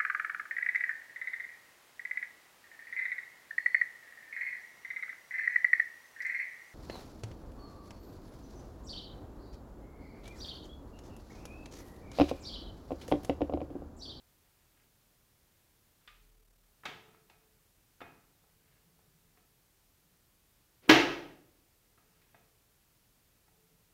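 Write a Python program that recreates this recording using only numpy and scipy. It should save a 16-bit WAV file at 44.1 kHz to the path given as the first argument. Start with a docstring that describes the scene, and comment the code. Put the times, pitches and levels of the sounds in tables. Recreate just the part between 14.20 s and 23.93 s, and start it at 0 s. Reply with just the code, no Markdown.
"""In a bare, quiet room, a pet rat moves about a wire cage. Its claws scratch the bars, its feet shuffle
on the plastic tray, a paw plucks one wire and sets the cage swaying, and the walls knock and tick.
Then a wire door scrapes along its frame and drops shut with one loud bang: its panel booms, the bars
jangle and the room rings for half a second. Under it all lie a faint low hum and microphone hiss."""
import sys
import numpy as np
from scipy import signal
from scipy.fft import rfft, irfft, next_fast_len
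from scipy.io import wavfile
from scipy.ndimage import uniform_filter1d

SR = 44100
rng = np.random.default_rng(int(sys.argv[2]) if len(sys.argv) > 2 else 0)


def waveform_to_disk(signal):
    """Save audio, clipped to [-1, 1], as 16-bit WAV at the path in sys.argv[1]."""
    frames = np.transpose(np.atleast_2d(signal))
    scaled = np.clip(frames, -1, 1) * 32767
    samples = np.round(scaled).astype(np.int16)
    wavfile.write(sys.argv[1], SR, samples)


N = 429093

# the tone of the hiss: (frequency [Hz], relative level [dB])
HISS_COLOUR = [(10, -20), (25, -6.5), (60, -5), (120, -5), (240, -12), (340, -13), (500, -16), (1040, -19),
               (3000, -21.5), (8640, -23), (13900, -22), (15500, -23)]
# claws scratch the bars: (middle [s], length [s], level [dB])
CLAW_SCRATCHES = [(.42, .6, -84), (.61, 0.13, -78.5), (1.38, .25, -84), (1.84, .12, -77), (4.53, 0.28, -79),
                  (8.1, .6, -79), (8.62, .2, -86)]
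# the bars' modes, the pitches they like to ring at: (frequency [Hz], width [Hz], relative level [dB])
BAR_MODES = [(736, 37, -2), (877, 70, -4.5), (1270.6, 36, 0.5), (1650, 50, 0), (1916, 40, 0),
             (2180, 110, -3.5), (2602, 48, -1), (2760, 99, -4.5), (3085, 70, -2.5), (3820, 44, -7)]
# the room's echo; t60 is the time a sound takes to fade by 60 dB: (frequency [Hz], t60 [s])
ROOM_DECAY = [(100, 0.97), (350, 0.77), (1000, 0.61), (3000, .53), (6000, 0.55), (10000, 0.5), (15000, 0.3)]
# the rat shifts its weight on the tray: (middle [s], length [s], low mode [dB], hollow mode [dB])
FOOT_SHUFFLES = [(2.12, .6, -89, -79.5), (3.0, 1.3, -78, -77.5), (4.75, 2, -75.5, -85),
                 (5.927, .36, -75, -87), (8.1, 1.3, -81.5, -85), (9.5, .9, -77, -80.5)]
# the modes of the plucked wire: (frequency [Hz], relative level [dB], t60 [s])
WIRE_MODES = [(1204, 2, 0.27), (1276, -5, .4), (1460, 2, .1), (2218, -10, .33), (2495, -5, 0.41),
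              (2750, -4, .14), (3500, -5, .27), (3520, 3, .1), (3750, -7, 0.16)]
# light bumps on the cage:
# (time [s], level [dB], body below 600 Hz [dB], treble cutoff [Hz], pitch of the touched spot [Hz])
CAGE_KNOCKS = [(2.635, -49.5, -6, 2050, 1400), (2.645, -54.5, -8, 2000, 780),
               (2.654, -34.5, -19, 5000, 3500), (2.659, -35.5, -4, 3800, 2370),
               (2.686, -46.5, 5, 1500, 660), (2.724, -50.5, 6, 1800, 368), (2.882, -57, 7, 2240, 400),
               (2.946, -60, -2, 1950, 1350), (3.098, -54.5, -1.5, 5500, 740),
               (3.805, -45.5, -3, 2400, 1300), (3.8154, -40.5, 0, 2020, 270), (4.237, -66.5, -1, 1200, 620),
               (4.79, -64.5, 3, 1200, 640), (5.173, -62, 0, 2200, 690), (7.776, -59.5, -2, 1500, 1280),
               (8.016, -66.5, -12, 7000, 4100), (8.145, -54, 1, 2200, 630), (9.28, -64, -1, 1200, 790)]
# the tone of the cage wall on its plastic tray: (frequency [Hz], relative level [dB])
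WALL_COLOUR = [(25, -9), (70, -4), (150, 6.5), (260, -1.5), (420, 3.5), (550, -2), (720, 0.5), (1500, 0),
               (2600, -3), (4000, -5), (7000, -10), (9500, -17), (15500, -14)]
# the modes a knock leaves ringing in the wall: (frequency [Hz], level against the knock [dB], t60 [s])
WALL_MODES = [(111.4, -25, .4), (258.4, -30, .42), (353, -23, .6), (439, -23.5, .9), (688, -21.5, 0.49),
              (745, -18, .3), (1307, -18, 0.47), (2236, -18, 0.29), (2495, -15.5, 0.5), (3540, -13.5, 0.13)]
# the tone of the clattering door frame: (frequency [Hz], relative level [dB])
FRAME_COLOUR = [(25, -23.5), (70, -21.5), (150, -3.5), (230, -12.5), (280, 4), (345, 5), (430, 0.5),
                (1080, -3.5), (1550, -1.5), (2800, -2), (4000, -7.5), (6000, -13.5), (8700, -33.5),
                (12000, -25.5), (15500, -29)]
# the door catches and slams: (time [s], level [dB], body below 600 Hz [dB], treble cutoff [Hz])
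DOOR_BLOWS = [(6.679, -43, 8.5, 601), (6.687, -36, 6.5, 1500), (6.6925, -11, 0, 14000),
              (6.697, -11, -1.5, 14000), (6.709, -16, 0, 4995), (6.753, -21, 3, 3609)]
# the door panel's modes: (frequency [Hz], level before the bass is cut [dB], t60 [s])
PANEL_MODES = [(80, -29, .55), (134, -29, .33), (285.6, -22, 0.5), (313.4, -10.5, 0.27), (340, -22.5, 0.6),
               (413, -25, 0.47), (696, -29, .35)]

TWANG_S, BOOM_S = 1.876, 6.6925  # a paw lets go of one wire; the door panel is struck
SWAY_HZ = 38  # how fast the cage rocks
TOP_HZ = 15750  # treble above this is cut


def amp(db):
    """Turn decibels into a number to multiply by."""
    return 10 ** (np.asarray(db) / 20)


def unit(x):
    """Scale a sound to an average (rms) level of 1."""
    return x / np.sqrt(np.mean(x ** 2) + 1e-20)


def along(points, hz):
    """Read between a table's (frequency, value) points on a log frequency scale."""
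    frequencies, values = np.transpose(points)
    return np.interp(np.log(hz + 1), np.log(frequencies + 1), values)


def filtered(x, response):
    """Colour a sound: response gives the gain at each frequency."""
    size = next_fast_len(len(x) + SR // 4)
    hz = np.fft.rfftfreq(size, 1 / SR)
    return irfft(rfft(x, size) * response(hz), size)[:len(x)]


def noise(size, response):
    """Coloured noise at an average level of 1."""
    return unit(filtered(rng.standard_normal(size), response))


def band(centre_hz, width_hz):
    """Noise gathered around one pitch."""
    return noise(N, lambda hz: 1 / (1 + ((hz - centre_hz) / width_hz) ** 2))


def swell(middle_s, length_s):
    """A smooth rise to 1 and fall to silence."""
    return np.cos(np.pi * np.clip((np.arange(N) / SR - middle_s) / length_s, -.5, .5))


def fade(t, t60):
    """Die away, 60 dB down after t60 seconds."""
    return np.exp(-np.log(1000) * t / t60)


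def onset(t, rise_s):
    """Climb from 0 towards 1."""
    return 1 - np.exp(-t / rise_s)


def ringing(t, modes):
    """Add up one fading tone for each mode."""
    return sum(amp(db) * np.sin(2 * np.pi * hz * t) * fade(t, t60) for hz, db, t60 in modes)


def resonance(hz, centre, width):
    """How one mode answers each frequency: 1 at its centre, less to either side."""
    return 1j * hz * width / (centre ** 2 - hz ** 2 + 1j * hz * width)


def add(track, s, sound):
    """Lay a sound into the track at s seconds."""
    start = round(s * SR)
    track[start:start + len(sound)] += sound[:N - start]


def hiss(hiss_db=-69.5, sizzle_db=-84, dip_depth=.26):
    """The microphone hisses, with a thin high sizzle; once, the level briefly dips and flutters."""
    broad = amp(hiss_db) * noise(N, lambda hz: amp(along(HISS_COLOUR, hz)))
    sizzle = amp(sizzle_db) * band(centre_hz=13900, width_hz=300)
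    flutter = 1 + np.sin(2 * np.pi * SWAY_HZ * np.arange(N) / SR)
    dip = 1 - dip_depth * swell(middle_s=2.27, length_s=.47) * flutter
    return dip * (broad + sizzle)


def hum(hz=38.8, db=-81.5, octave_db=-8):
    """A steady low tone with a softer one an octave above."""
    phase = 2 * np.pi * hz * np.arange(N) / SR
    return amp(db) * np.sqrt(2) * (np.sin(phase) + amp(octave_db) * np.sin(2 * phase))


def scratching(ticks_per_second=250, centre_hz=2400):
    """Each scratch is a swell of tiny claw ticks, heard through the bars and the room."""
    effort = sum(amp(db) * swell(s, length) for s, length, db in CLAW_SCRATCHES)
    ticks = (rng.random(N) < ticks_per_second / SR) * rng.standard_normal(N)
    ticks = filtered(ticks, lambda hz: bars(hz) * (hz / centre_hz) / (1 + (hz / centre_hz) ** 4))
    echo = signal.fftconvolve(ticks, room_echo())[:N]
    return effort * unit(ticks + echo)


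def bars(hz):
    """The bars pass on all frequencies and boost their own pitches."""
    return 1 + sum(amp(db) * resonance(hz, centre, width) for centre, width, db in BAR_MODES)


def room_echo(rise_s=.0075):
    """The room's smooth echo, with an energy of 1; each frequency dies at its own speed."""
    hz, t, spectrum = signal.stft(rng.standard_normal(SR), SR, nperseg=256)
    decay = fade(t, along(ROOM_DECAY, hz)[:, None])
    tail = signal.istft(spectrum * decay, SR, nperseg=256)[1][:SR]
    tail *= onset(np.arange(SR) / SR, rise_s)
    return tail / np.linalg.norm(tail)


def shuffling():
    """Feet rub the plastic tray, which drones faintly at two pitches as the pressure comes and goes."""
    low = band(centre_hz=165.7, width_hz=16)
    hollow = band(centre_hz=436.7, width_hz=14)
    return sum(swell(s, length) ** 2 * (amp(low_db) * low + amp(hollow_db) * hollow)
               for s, length, low_db, hollow_db in FOOT_SHUFFLES)


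def twang(ring_db=-60, snap_db=-51, low_hz=1100, high_hz=3400):
    """A paw plucks one wire: a bright snap and a brief thin ring."""
    t, track = np.arange(SR) / SR, np.zeros(N)
    colour = lambda hz: hz ** 3 / (hz ** 3 + low_hz ** 3) / np.sqrt(1 + (hz / high_hz) ** 8)
    snap = rattle(colour, t60=.074, rise_s=.00038, room_db=-2)
    add(track, TWANG_S, amp(ring_db) * ringing(t, WIRE_MODES) + amp(snap_db) * snap)
    return track


def rattle(colour, t60, rise_s, room_db):
    """A short dense rattle made of fading noise; the room answers in the same colour."""
    t = np.arange(SR) / SR
    envelope = fade(t, t60) * onset(t, rise_s)
    direct = unit(filtered(rng.standard_normal(SR) * envelope, colour))
    echo = unit(filtered(room_echo(), colour))
    return np.sqrt(np.mean(envelope ** 2)) * (direct + amp(room_db) * echo)


def sway(pluck_db=-59.5, slam_db=-44):
    """The cage rocks on its base after the pluck; the slam jolts it harder but more briefly."""
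    t, track = np.arange(3 * SR) / SR, np.zeros(N)
    rocking = np.sin(2 * np.pi * SWAY_HZ * t)
    add(track, TWANG_S, amp(pluck_db) * rocking * fade(t, t60=3.3) * onset(t, rise_s=.06))
    add(track, BOOM_S, amp(slam_db) * rocking * fade(t, t60=.9) * onset(t, rise_s=.08))
    return track


def knocks(spot_db=3, spot_width_share=.12):
    """Each bump rattles the wall and its bars, coloured by the spot where it lands."""
    track = np.zeros(N)
    for s, db, body_db, treble_hz, spot_hz in CAGE_KNOCKS:
        wall = lambda hz: amp(along(WALL_COLOUR, hz)) * bars(hz)
        spot = lambda hz: 1 + amp(spot_db) * resonance(hz, spot_hz, spot_width_share * spot_hz)
        colour = lambda hz: wall(hz) * spot(hz) * tone_shape(hz, body_db, treble_hz)
        add(track, s, amp(db) * rattle(colour, t60=.048, rise_s=.00045, room_db=-1.5))
    return track


def tone_shape(hz, body_db, treble_hz):
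    """Raise or lower the body below 600 Hz and roll off the treble above a cutoff."""
    return amp(body_db / (1 + (hz / 600) ** 4)) / np.sqrt(1 + (hz / treble_hz) ** 4)


def wall_ring():
    """Each knock leaves the wall ringing; dull knocks stir its high modes less."""
    t, track = np.arange(SR) / SR, np.zeros(N)
    hz, mode_db, t60 = np.transpose(WALL_MODES)[:, :, None]
    for s, db, body_db, treble_hz, _ in CAGE_KNOCKS:
        strength = amp(db + mode_db) * tone_shape(hz, body_db, treble_hz)
        tones = strength * np.sin(2 * np.pi * hz * t) * fade(t, t60)
        add(track, s, tones.sum(axis=0))
    return track


def door_scrape(db=-60):
    """Wire slides on wire as the door runs along its frame: a short swell of noise."""
    colour = lambda hz: amp(along(FRAME_COLOUR, hz)) * tone_shape(hz, body_db=9, treble_hz=7000)
    return amp(db) * swell(middle_s=6.655, length_s=.075) * noise(N, colour)


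def door_slam():
    """The door frame strikes and bounces; every blow jangles the bars."""
    track = np.zeros(N)
    for s, db, body_db, treble_hz in DOOR_BLOWS:
        colour = lambda hz: amp(along(FRAME_COLOUR, hz)) * tone_shape(hz, body_db, treble_hz) * bars(hz)
        add(track, s, amp(db) * rattle(colour, t60=.07, rise_s=.001, room_db=.04))
    return track


def door_boom(bass_cut_hz=130):
    """The slam sets the door's panel swinging; such an open panel gives off little deep bass."""
    t, track = np.arange(SR) / SR, np.zeros(N)
    swing = ringing(t, PANEL_MODES) * onset(t, rise_s=.0013)
    bass_cut = signal.butter(4, bass_cut_hz, "highpass", fs=SR, output="sos")
    add(track, BOOM_S, signal.sosfilt(bass_cut, swing))
    return track


def fizz(x, gain_db=-45, growth=.7, low_hz=8500):
    """A faint treble fizz rides on every loud sound and grows more slowly than the sound itself."""
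    level = np.sqrt(np.abs(uniform_filter1d(x ** 2, size=1024)))
    treble = noise(N, lambda hz: (hz < TOP_HZ) * hz ** 4 / (hz ** 4 + low_hz ** 4))
    return amp(gain_db) * level ** growth * treble


def scene():
    """The rat, the door, the swaying cage and the quiet background, in one channel."""
    rat = knocks() + wall_ring() + twang() + scratching() + shuffling()
    door = door_scrape() + door_slam() + door_boom()
    return (rat + door + sway() + hiss() + hum())[None]


def record(dry):
    """The highest peaks are rounded off, a faint fizz follows loud sounds, and the top treble is cut."""
    ceiling = .8
    rounded = dry[0] / (1 + (dry[0] / ceiling) ** 6) ** (1 / 6)
    treble_cut = lambda hz: 1 / np.sqrt(1 + (hz / TOP_HZ) ** 300)
    return filtered(rounded + fizz(rounded), treble_cut)[None]


dry = scene()
out = record(dry)
waveform_to_disk(out)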